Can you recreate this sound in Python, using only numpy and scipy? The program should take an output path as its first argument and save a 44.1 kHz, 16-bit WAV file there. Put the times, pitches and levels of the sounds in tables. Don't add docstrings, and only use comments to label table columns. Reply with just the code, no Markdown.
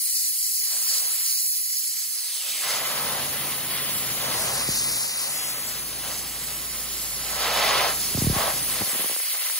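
import sys
import numpy as np
from scipy import signal
from scipy.fft import rfft, irfft, next_fast_len
from scipy.io import wavfile
from scipy.ndimage import uniform_filter1d

SR = 44100
rng = np.random.default_rng(int(sys.argv[2]) if len(sys.argv) > 2 else 0)


def to_linear_factor(level_db):
    exponent = np.asarray(level_db, float) / 20
    return 10 ** exponent


def wrap_up_sound(samples):
    columns = np.atleast_2d(samples).T
    tamed = np.clip(columns, -1, 1)
    steps = np.round(tamed * 32767).astype(np.int16)
    wavfile.write(sys.argv[1], SR, steps)


N = 422901
SIZE, HOP = 1024, 256
FRAME_RATE = SR / HOP
HZ = np.maximum(np.arange(SIZE // 2 + 1) * SR / SIZE, 1)[:, None]


def frames(x):
    return signal.stft(x, SR, nperseg=SIZE, noverlap=SIZE - HOP)[1:]


def unframe(z):
    return signal.istft(z, SR, nperseg=SIZE, noverlap=SIZE - HOP)[1][..., :N]


def over_time(table, t):
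    s, *columns = np.transpose(table)
    return [np.interp(t, s, c) for c in columns]


def over_hz(table):
    hz, value = np.transpose(table)
    return np.interp(np.log(HZ), np.log(hz), value)


def walk(shape, hold):
    w = rng.standard_normal(shape)
    w = uniform_filter1d(uniform_filter1d(w, int(hold)), int(hold))
    return w / w.std()


def colour(table, lo_hz, hi_hz, lift_db=0):
    gain = to_linear_factor(over_hz(table) + lift_db)
    inside = (HZ > lo_hz) & (HZ < hi_hz)
    return gain / np.sqrt(np.sum(gain[inside] ** 2) / len(HZ))


def patches(count, swell_db, own_db):
    own = walk((28, count), hold=4.4)
    shared = uniform_filter1d(walk((28, count), hold=4.7), size=9, axis=0)
    field = own_db * own + swell_db * shared / shared.std()
    band = np.clip(np.log2(HZ[:, 0] / 40) * 3, 0, 26)
    low, part = band.astype(int), (band % 1)[:, None]
    return to_linear_factor(field[low] * (1 - part) + field[low + 1] * part)


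# pitch in Hz, share of the power common to both.
ALIKE = [(60, 0.44), (300, 0.84), (700, 0.7), (1200, 0.5), (2300, 0.74), (5000, 0.58), (8500, 0.37),
         (9800, 0.08), (16000, 0.061)]


def ports(gain, lead, scatter, sputter_db, sputter_hz, edge=1):
    noise = rng.standard_normal((3, N)) * to_linear_factor(sputter_db * walk(N, SR / sputter_hz))
    near, left, right = frames(noise / noise.std())[1]
    turn = edge * np.exp(1j * np.pi * HZ * lead / SR)
    spread = np.where(HZ < 1800, np.minimum(scatter, .8), scatter)
    share = over_hz(ALIKE) ** np.where(HZ < 9400, spread, 1)
    near, far = near * np.sqrt(share), np.sqrt(1 - share)
    return unframe(gain * np.array([near * turn + far * left, near / turn + far * right]))


def bursts(t, start, length, db):
    start, length, db = (np.array(c)[:, None] for c in (start, length, db))
    attack_share, release_s, fade_db = 0.29, 0.054, 13.5
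    early = np.maximum(1 - (t - start) / (attack_share * length), 0)
    late = np.maximum((t - start - length) / release_s, 0)
    return np.sum(to_linear_factor(db - fade_db * (early + late)) ** 2, axis=0)


# resonance in Hz, width in Hz, lift in dB.
PLANKS = [(592, 106, 6), (768, 113, 6), (1069, 205, 6.5), (1290, 33, 7.5), (1770, 90, -0.5), (2022, 154, 5),
          (2410, 300, 0.5), (3010, 76, 4), (3250, 112, 2), (4500, 350, 1.5), (5050, 980, -2.5)]


def planks():
    return sum(db / (1 + (2 * (HZ - hz) / width) ** 2) for hz, width, db in PLANKS)


# time in seconds, nozzle level at the phone in dB,
# glancing spray over it in dB, pressure into the wood over it in dB.
JET = [(0, -30, -3.5, -7.5), (.55, -30, -3, -10), (.75, -30, -2, -2.5), (1.25, -29, -6.5, -4),
       (1.5, -29.5, -3.5, -10), (1.95, -33, -1, -5), (2.35, -34, -2.5, -0.5), (2.8, -34.5, -2.5, 1.5),
       (3.7, -34, -11, -2), (4.3, -33, -4, -1.5), (4.8, -29, -2, -9.5), (5.4, -33, -3.5, -5),
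       (5.95, -37.5, -4, -3.5), (7.2, -36.5, -1, -5), (7.75, -36, 0.5, 10), (7.87, -34.5, 1, 5),
       (7.96, -32.5, -0.5, -8.5), (8.95, -31, -8, -3), (9.59, -32, -5, -4)]
# start in seconds, length in seconds, roar in dB, bite over the roar in dB.
GOUGES = [(2.59, 0.17, -35.5, -0.5), (2.64, 0.54, -35, -22), (3.683, 0.098, -52.5, 19),
          (4.133, 0.48, -35, -19), (6.015, 0.097, -40, 0), (7.284, 0.57, -29.5, 0.5),
          (7.544, 0.36, -29.5, -8), (8.316, 0.17, -30, -2), (8.793, 0.018, -36.5, -8),
          (9.336, 0.013, -35, -11), (9.46, 0.044, -41, -8)]
# start in seconds, length in seconds, level in dB.
SHEETS = [
    (0.125, 0.15, -33.5),
    (.68, .06, -48),
    (0.855, 0.12, -28.5),
    (1.206, 0.19, -31.5),
    (2.65, 0.12, -33.5),
    (4.4, 0.21, -38.5),
    (4.73, 0.05, -32),
    (6.045, 0.15, -38.5),
    (7.386, 0.051, -36),
    (8.818, 0.052, -37),
]


def blast_powers(t):
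    hiss_db, glance_db, press_db = over_time(JET, t)
    steady_db = hiss_db + np.array([0 * t, glance_db, press_db, press_db - 9])
    wander_db = np.array([.5, 1.0, 1.1, 1.5])[:, None] * walk((4, len(t)), FRAME_RATE / 20)
    hiss, splash, bite, roar = to_linear_factor(steady_db + wander_db) ** 2
    start, length, roar_db, over_db = np.transpose(GOUGES)
    splash = splash + bursts(t, *np.transpose(SHEETS))
    bite = bite + bursts(t, start, length, roar_db + over_db)
    roar = roar + bursts(t, start, length, roar_db)
    return hiss, splash, bite, roar


# pitch in Hz, level in dB per Hz.
HISS = [(3500, -22.5), (6500, -14.5), (7600, 0), (8300, 6.5), (9200, 0.5), (11400, 2.5), (14500, 1),
        (16500, -3)]
# pitch in Hz, level in dB per Hz.
SPLASH = [(2000, -13.5), (3400, -9), (4300, 1.5), (5500, 1), (7000, 1), (9500, -4.5)]
# pitch in Hz, level in dB per Hz.
BITE = [(700, -8), (1400, -4), (2400, -1), (3600, 1), (5200, -0.5), (8000, -19)]
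# pitch in Hz, level in dB per Hz.
ROAR = [(200, -69), (400, -3), (520, -2), (1300, -6), (1700, -4), (3000, -23)]
# pitch in Hz, level in dB per Hz.
BOOM = [(350, -35), (580, -1.5), (850, -3.5), (1150, -2.5), (1500, -27), (2500, -40)]
# start in seconds, length in seconds, level in dB.
CAVITIES = [
    (2.75, 0.54, -43),
    (7.448, 0.4, -29.5),
    (8.321, 0.17, -28.5),
]
# time in seconds, samples by which the left port hears it first,
# scatter (1 usual, less = one clear spot), pitch in Hz at which the phone's edge turns one port
# against the other, width of that turn in Hz.
SIDEWAYS = [(0, 1.52, 0.82, 6320, 1200), (1.5, 1.75, 0.57, 6370, 1200), (1.9, 1.33, .8, 6100, 500),
            (2.7, 1.2, 0.69, 5600, 500), (2.9, 2.2, 1, 6450, 900), (3.6, 2, 1.1, 6960, 1090),
            (3.82, 2.55, 0.39, 7400, 1190), (4.2, 2.6, 0.67, 6800, 1500), (4.38, 1.5, 1.1, 5000, 2000),
            (4.5, 1, 0.8, 3660, 2280), (4.77, 2.5, 0.45, 3530, 2270), (4.81, 2.5, .08, 3570, 2270),
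            (4.95, 1.5, .08, 3550, 2280), (5, 1.9, 0.76, 3600, 2250), (5.12, 1.5, 0.35, 3670, 2260),
            (5.2, 1.9, .4, 3630, 2260), (5.26, 1.9, 0.87, 3740, 2250), (5.34, 1.6, 1, 4500, 2100),
            (5.38, 1.36, 0.17, 4870, 2020), (5.46, 1.36, .15, 4950, 2020), (5.5, 1.7, 0.51, 5300, 1900),
            (5.54, 2.2, .15, 5670, 1810), (5.65, 1.6, .15, 5650, 1795), (5.7, 1.5, .7, 5860, 1396),
            (5.8, 2, 0.37, 5930, 876), (6.3, 1.15, 0.39, 5860, 392), (7.05, 2.05, 0.72, 7080, 790),
            (7.5, 1.24, 0.64, 5920, 500), (8.8, 1.96, 1, 5980, 500), (9.59, 2.1, 1.4, 6500, 601)]


def jet(t):
    hiss, splash, bite, roar = blast_powers(t)
    ring_db = planks()
    lead, scatter, edge_hz, width_hz = over_time(SIDEWAYS, t)
    leftward = SR / 2 / edge_hz - SR / 2 / 5840
    shade_db = -3.5 * leftward * np.clip((HZ - 9300) / (14000 - 9300), 0, 1)
    power = colour(HISS, 9730, 12760) ** 2 * hiss * to_linear_factor(shade_db) ** 2
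    power = power + colour(SPLASH, 3960, 7130) ** 2 * splash
    power = power + colour(BITE, 980, 7400, ring_db) ** 2 * bite
    power = power + colour(ROAR, 500, 2130, ring_db) ** 2 * roar
    power = power + colour(BOOM, 500, 1400, ring_db) ** 2 * bursts(t, *np.transpose(CAVITIES))
    gain = np.sqrt(power) * patches(len(t), swell_db=.3, own_db=.8)
    pan_db = 1.1 + 0.44 * leftward
    edge = to_linear_factor(pan_db / 2) * np.exp(1j * np.arctan2(width_hz * HZ, edge_hz ** 2 - HZ ** 2))
    tremble = .3 * np.clip(2 * scatter, 0, 1) * walk(len(t), FRAME_RATE / 15)
    return ports(gain, lead + tremble, scatter, sputter_db=0.21, sputter_hz=340, edge=edge)


# time in seconds, level in dB, cycle rate in Hz,
# exhaust facing the phone in dB.
YARD = [(0, -49, 28.05, -30), (1.2, -48.5, 27.69, -20), (2.7, -46.5, 27.9, -14), (3.1, -43, 28.12, -10.5),
        (3.7, -45, 27.37, -21), (4.4, -43, 27.14, -5), (4.9, -46, 27.55, -2), (5.1, -54.5, 27.22, -12),
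        (5.6, -49, 27.45, -7), (5.75, -48, 27.3, -1), (7.1, -50, 27.72, 5.5), (7.6, -46.5, 27.43, 2),
        (8, -44.5, 27, -2), (8.5, -44, 26.84, -1.5), (9.59, -55, 27.44, -4)]
ORDER_DB = [-8, 13.5, 0.5, -8, 1, -26, -8, -8, -7.5, -12, -35, -11.5]


def engine(t):
    drone_db, cycle_hz, exhaust_db = over_time(YARD, np.arange(N) / SR)
    phase = 2 * np.pi * np.cumsum(cycle_hz * (1 + .0015 * walk(N, SR / 2))) / SR
    start = rng.uniform(0, 2 * np.pi, len(ORDER_DB))
    waver_db = np.repeat(0.41 * walk((len(ORDER_DB), len(t)), FRAME_RATE / 5), HOP, axis=1)[:, :N]
    waver_db = uniform_filter1d(waver_db, HOP)
    waver_db[1] += exhaust_db
    drone = sum(to_linear_factor(db + waver_db[k]) * np.sin((k + 1) * phase + start[k]) for k, db in enumerate(ORDER_DB))
    return to_linear_factor(drone_db) * drone, phase


# pitch in Hz, level in dB per Hz.
RUMBLE = [(20, -24), (35, -30), (55, -18), (80, 1.5), (150, -2), (300, -4), (500, -6), (900, -13.5)]
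# pitch in Hz, level in dB per Hz.
SHUDDER = [(45, -20), (75, 2), (120, 1), (250, -39)]
# start in seconds, length in seconds, level in dB.
SHUDDERS = [
    (4.2, .35, -39),
    (4.6, .33, -42),
    (7.8, .2, -52),
]


def yard(t):
    drone, phase = engine(t)
    rumble_db = over_time(YARD, t)[0] + 0.93
    rumble = colour(RUMBLE, 40, 400) * to_linear_factor(rumble_db) * patches(len(t), swell_db=-0.5, own_db=3.0)
    shudder = colour(SHUDDER, 40, 200) * np.sqrt(bursts(t, *np.transpose(SHUDDERS)))
    low = ports(np.hypot(rumble, shudder), 0.53, 0.9, sputter_db=0.0, sputter_hz=60)
    return low * (1 + 0.071 * np.cos(phase)) + drone


# time in seconds, peak in dB, rise in ms.
PUFFS = [
    (4.685, -20, 0.49),
    (8.145, -14, 0.79),
    (8.173, -19, 0.44),
    (8.18, -15, 0.88),
    (8.217, -11, 0.69),
    (8.24, -11, 1),
    (8.266, -6.5, 1),
    (8.296, -8.5, 1),
    (8.324, -21, 0.47),
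    (8.359, -15, 0.97),
]
# time in seconds, peak in dB, rise in ms.
FLICKS = [(8.806, -19.5, 0.54), (8.816, -16.5, 0.23), (8.826, -30, .5), (8.871, -27, 0.29),
          (8.929, -23, 0.34), (8.947, -23, 0.18), (8.955, -22, 0.23), (8.993, -22, 0.21), (9.004, -24, .25),
          (9.019, -28, .3), (9.041, -17.5, 0.3), (9.058, -21, 0.25), (9.096, -15.5, 0.25),
          (9.112, -16, 0.3), (9.127, -22, 0.18), (9.162, -16.5, 0.11), (9.185, -26, .25), (9.2, -18, 0.17),
          (9.231, -26, .1), (9.284, -41, 0.17), (9.309, -31, 0.22), (9.334, -24.5, 0.19),
          (9.347, -16, 0.12), (9.359, -31, 0.15), (9.42, -27, 0.13), (9.459, -25, .08), (9.48, -26, .2),
          (9.498, -19, 0.07), (9.526, -32, .15)]


def puffs(table, gain_db, rough):
    length = 2048
    out, ms = np.zeros((2, N + length)), np.arange(length) / SR * 1000
    for t, db, rise_ms in table:
        u = ms / max(rise_ms, .05)
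        push = to_linear_factor(db + gain_db) * (u / 2) ** 2 * np.exp(2 - u)
        push = push * (1 + rough * walk(length, SR / 1200))
        balance = 1 + rng.choice([-.1, .1]) * np.array([[1], [-1]])
        first = int(t * SR)
        out[:, first:first + length] += push * balance
    return out[:, :N]


def scene():
    t = frames(np.zeros(N))[0]
    mist = puffs(PUFFS, gain_db=5.5, rough=0.089) + puffs(FLICKS, gain_db=3.5, rough=0.1)
    return jet(t) + yard(t) + mist


def smear(x, cycles, turn):
    size = next_fast_len(N + SR)
    hz = np.maximum(np.arange(size // 2 + 1) * SR / size, 25)
    delay = np.exp(2j * np.pi * (cycles * np.log(SR / 2 / hz) + turn))
    bass_block = hz ** 2 / (hz ** 2 + 50 ** 2)
    return irfft(rfft(x, size) * delay * bass_block, size)[:, :N]


# pitch in Hz, share of the other port taken off.
STEER = [(300, 0.21), (2200, 0.11), (4400, 0.0069), (5700, 0.029), (6600, 0.14), (7400, 0.47), (8100, 0.46),
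         (9400, 0.52), (10300, 1), (16000, 0.83)]
# pitch in Hz, extra cycles of delay between the ports.
STEER_BEND = [(4400, -0.045), (6000, 0.32), (7300, 0.16), (9600, 0.067), (12250, -0.016), (14300, -0.036)]
# time in seconds, grip (1 usual).
GRIP = [(0, 0.85), (.95, 0.66), (1.1, 1.06), (1.7, 1.2), (1.9, .7), (2.7, 0.43), (2.8, 1.7), (4.33, 1.44),
        (4.42, 0.75), (4.55, 1.1), (4.6, 2.3), (5.2, 2.1), (5.25, 1.3), (5.55, 1.05), (5.62, 1.7),
        (5.95, 1.13), (6.4, 0.67), (6.6, 1.04), (7.4, 1.1), (7.6, 1)]


def steering(t):
    hunt = .04 * walk(len(t), FRAME_RATE / 9) * (HZ > 5000)
    drift = .025 * walk(len(t), FRAME_RATE / 2) * (HZ > 5500) * (HZ < 9000)
    grip = np.where((HZ > 7000) & (HZ < 9600), over_time(GRIP, t)[0], 1)
    port_gap_s = 10 / 44100
    cycles = HZ * port_gap_s + over_hz(STEER_BEND) + hunt + drift
    return np.clip(over_hz(STEER) * grip, 0, .95) * np.exp(-2j * np.pi * cycles)


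# full from and until in seconds, depth from 0 to 1, bass cut in Hz, release in seconds.
GUSTS = [(0, 0.62, 0.98, 760, 0.12), (.65, 1.166, 0.17, 40, 0.16), (0.837, 0.888, 0.3, 140, .025),
         (1.16, 2.29, 0.51, 332, 0.19), (1.253, 2.08, 0.65, 630, 0.18), (1.357, 1.802, 1, 694, 0.56),
         (1.516, 1.682, 0.95, 810, .4), (2.3, 2.432, 0.29, 200, .15), (2.4, 2.62, 0.13, 120, 0.55),
         (8.857, 9.053, 0.08, 102, 0.044), (9.063, 9.163, 0.29, 120, 0.073), (9.186, 9.26, 0.5, 340, 0.023),
         (9.278, 9.38, 0.46, 120, 0.029), (9.39, 9.603, 0.35, 350, 0.034)]


def wind_guard(t):
    start, end, depth, cut_hz, release = np.transpose(GUSTS)[:, :, None]
    rest_hz, attack_share, fall_oct_s = 22, 0.43, 0.63
    rising, falling = 1 + (t - start) / (attack_share * release), 1 - (t - end) / release
    on = np.clip(np.minimum(rising, falling), 0, 1)
    octaves = np.max(on * np.log2(cut_hz / rest_hz), axis=0)
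    held = np.maximum.accumulate(octaves + fall_oct_s * t) - fall_oct_s * t
    return np.max(on * depth, axis=0), rest_hz * 2 ** octaves, rest_hz * 2 ** held


def tiles(z, size):
    power = uniform_filter1d(uniform_filter1d(abs(z) ** 2, size, axis=0), size=4, axis=1)
    rows = np.arange(z.shape[0]) // size * size + size // 2
    columns = np.arange(z.shape[1]) // 4 * 4 + 2
    power = power[np.minimum(rows, z.shape[0] - 1)][:, np.minimum(columns, z.shape[1] - 1)]
    return 10 * np.log10(np.maximum(power, 1e-20))


# pitch in Hz, dB over its partner at which a tile is left out.
SPARE = [(500, -30), (2000, -11), (5000, -8), (6300, -6), (7500, -5.5), (9200, -7), (10200, -3),
         (14200, -.5), (15000, -4.5)]
# pitch in Hz, dB over its neighbours at which a speck is left out.
FAINT = [(700, -30), (1100, -14), (1500, -8.5), (2500, -6.3), (5000, -4.2), (8000, -3.2), (16000, -3.8)]
# pitch in Hz, how far strong cells are favoured.
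SPARSE = [(500, 0.007), (2000, 0), (8000, 0.44), (16000, 0)]


def thrift(z, partner, watery):
    level_db, speck_db = tiles(z, size=6), tiles(z, size=2)
    rows, columns = z.shape
    patchy = rng.standard_normal((rows // 6 + 1, columns // 8 + 1))
    patchy = np.kron(patchy, np.ones((6, 8)))[:rows, :columns]
    masked = level_db < tiles(partner, size=6) + over_hz(SPARE) + 2.8 * patchy
    faint = speck_db < tiles(z, size=24) + over_hz(FAINT) + 8 * watery
    quiet, high = speck_db < -81.5, HZ > 15700
    favour = np.clip(over_hz(SPARSE) + watery, 0, 1)
    z = z * np.minimum(abs(z) / to_linear_factor(level_db), 4) ** favour
    return z * ~(masked | faint | quiet | high)


def band_limit(x):
    return signal.sosfilt(signal.butter(12, 16940, fs=SR, output="sos"), x)


# pitch in Hz, gain in dB at full depth.
DUCK = [(30, -65), (150, -83), (500, -22), (750, -22.5), (1000, -18.5), (2000, -2.5), (3900, -2.5),
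        (4100, 0)]
# time in seconds, left over right in dB.
TILT = [(0, -0.1), (2.2, -2), (3.2, 0), (4.2, 0), (5.6, 1.3), (6.2, -1), (7.7, -1.5), (9.59, 0.4)]
# time in seconds, edge in Hz.
SHELF = [(0, 3910), (2.22, 3980), (2.4, 2700), (2.61, 1940), (2.65, 100)]


def record(dry):
    t, (left, right) = frames(smear(dry, cycles=1.28, turn=.1))
    cross = steering(t)
    depth, cut_hz, mono_hz = wind_guard(t)
    guard = to_linear_factor(depth * over_hz(DUCK)) / (1 + (cut_hz / HZ) ** 12) / np.sqrt(1 + abs(cross) ** 2)
    mid = (left + right) / 2 * (1 - cross) * guard
    side = (left - right) / 2 * (1 + cross) * guard / (1 + (mono_hz / HZ) ** 12)
    watery = .4 * depth * (HZ < 4000)
    mid, side = thrift(mid, side, watery), thrift(side, mid, watery)
    tilt = to_linear_factor(over_time(TILT, t)[0] / 2)
    shelf = to_linear_factor(-7 * (HZ < over_time(SHELF, t)[0]))
    mix = unframe(shelf * np.array([(mid + side) * tilt, (mid - side) / tilt]))
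    return band_limit(mix)


dry = scene()
out = record(dry)
wrap_up_sound(out)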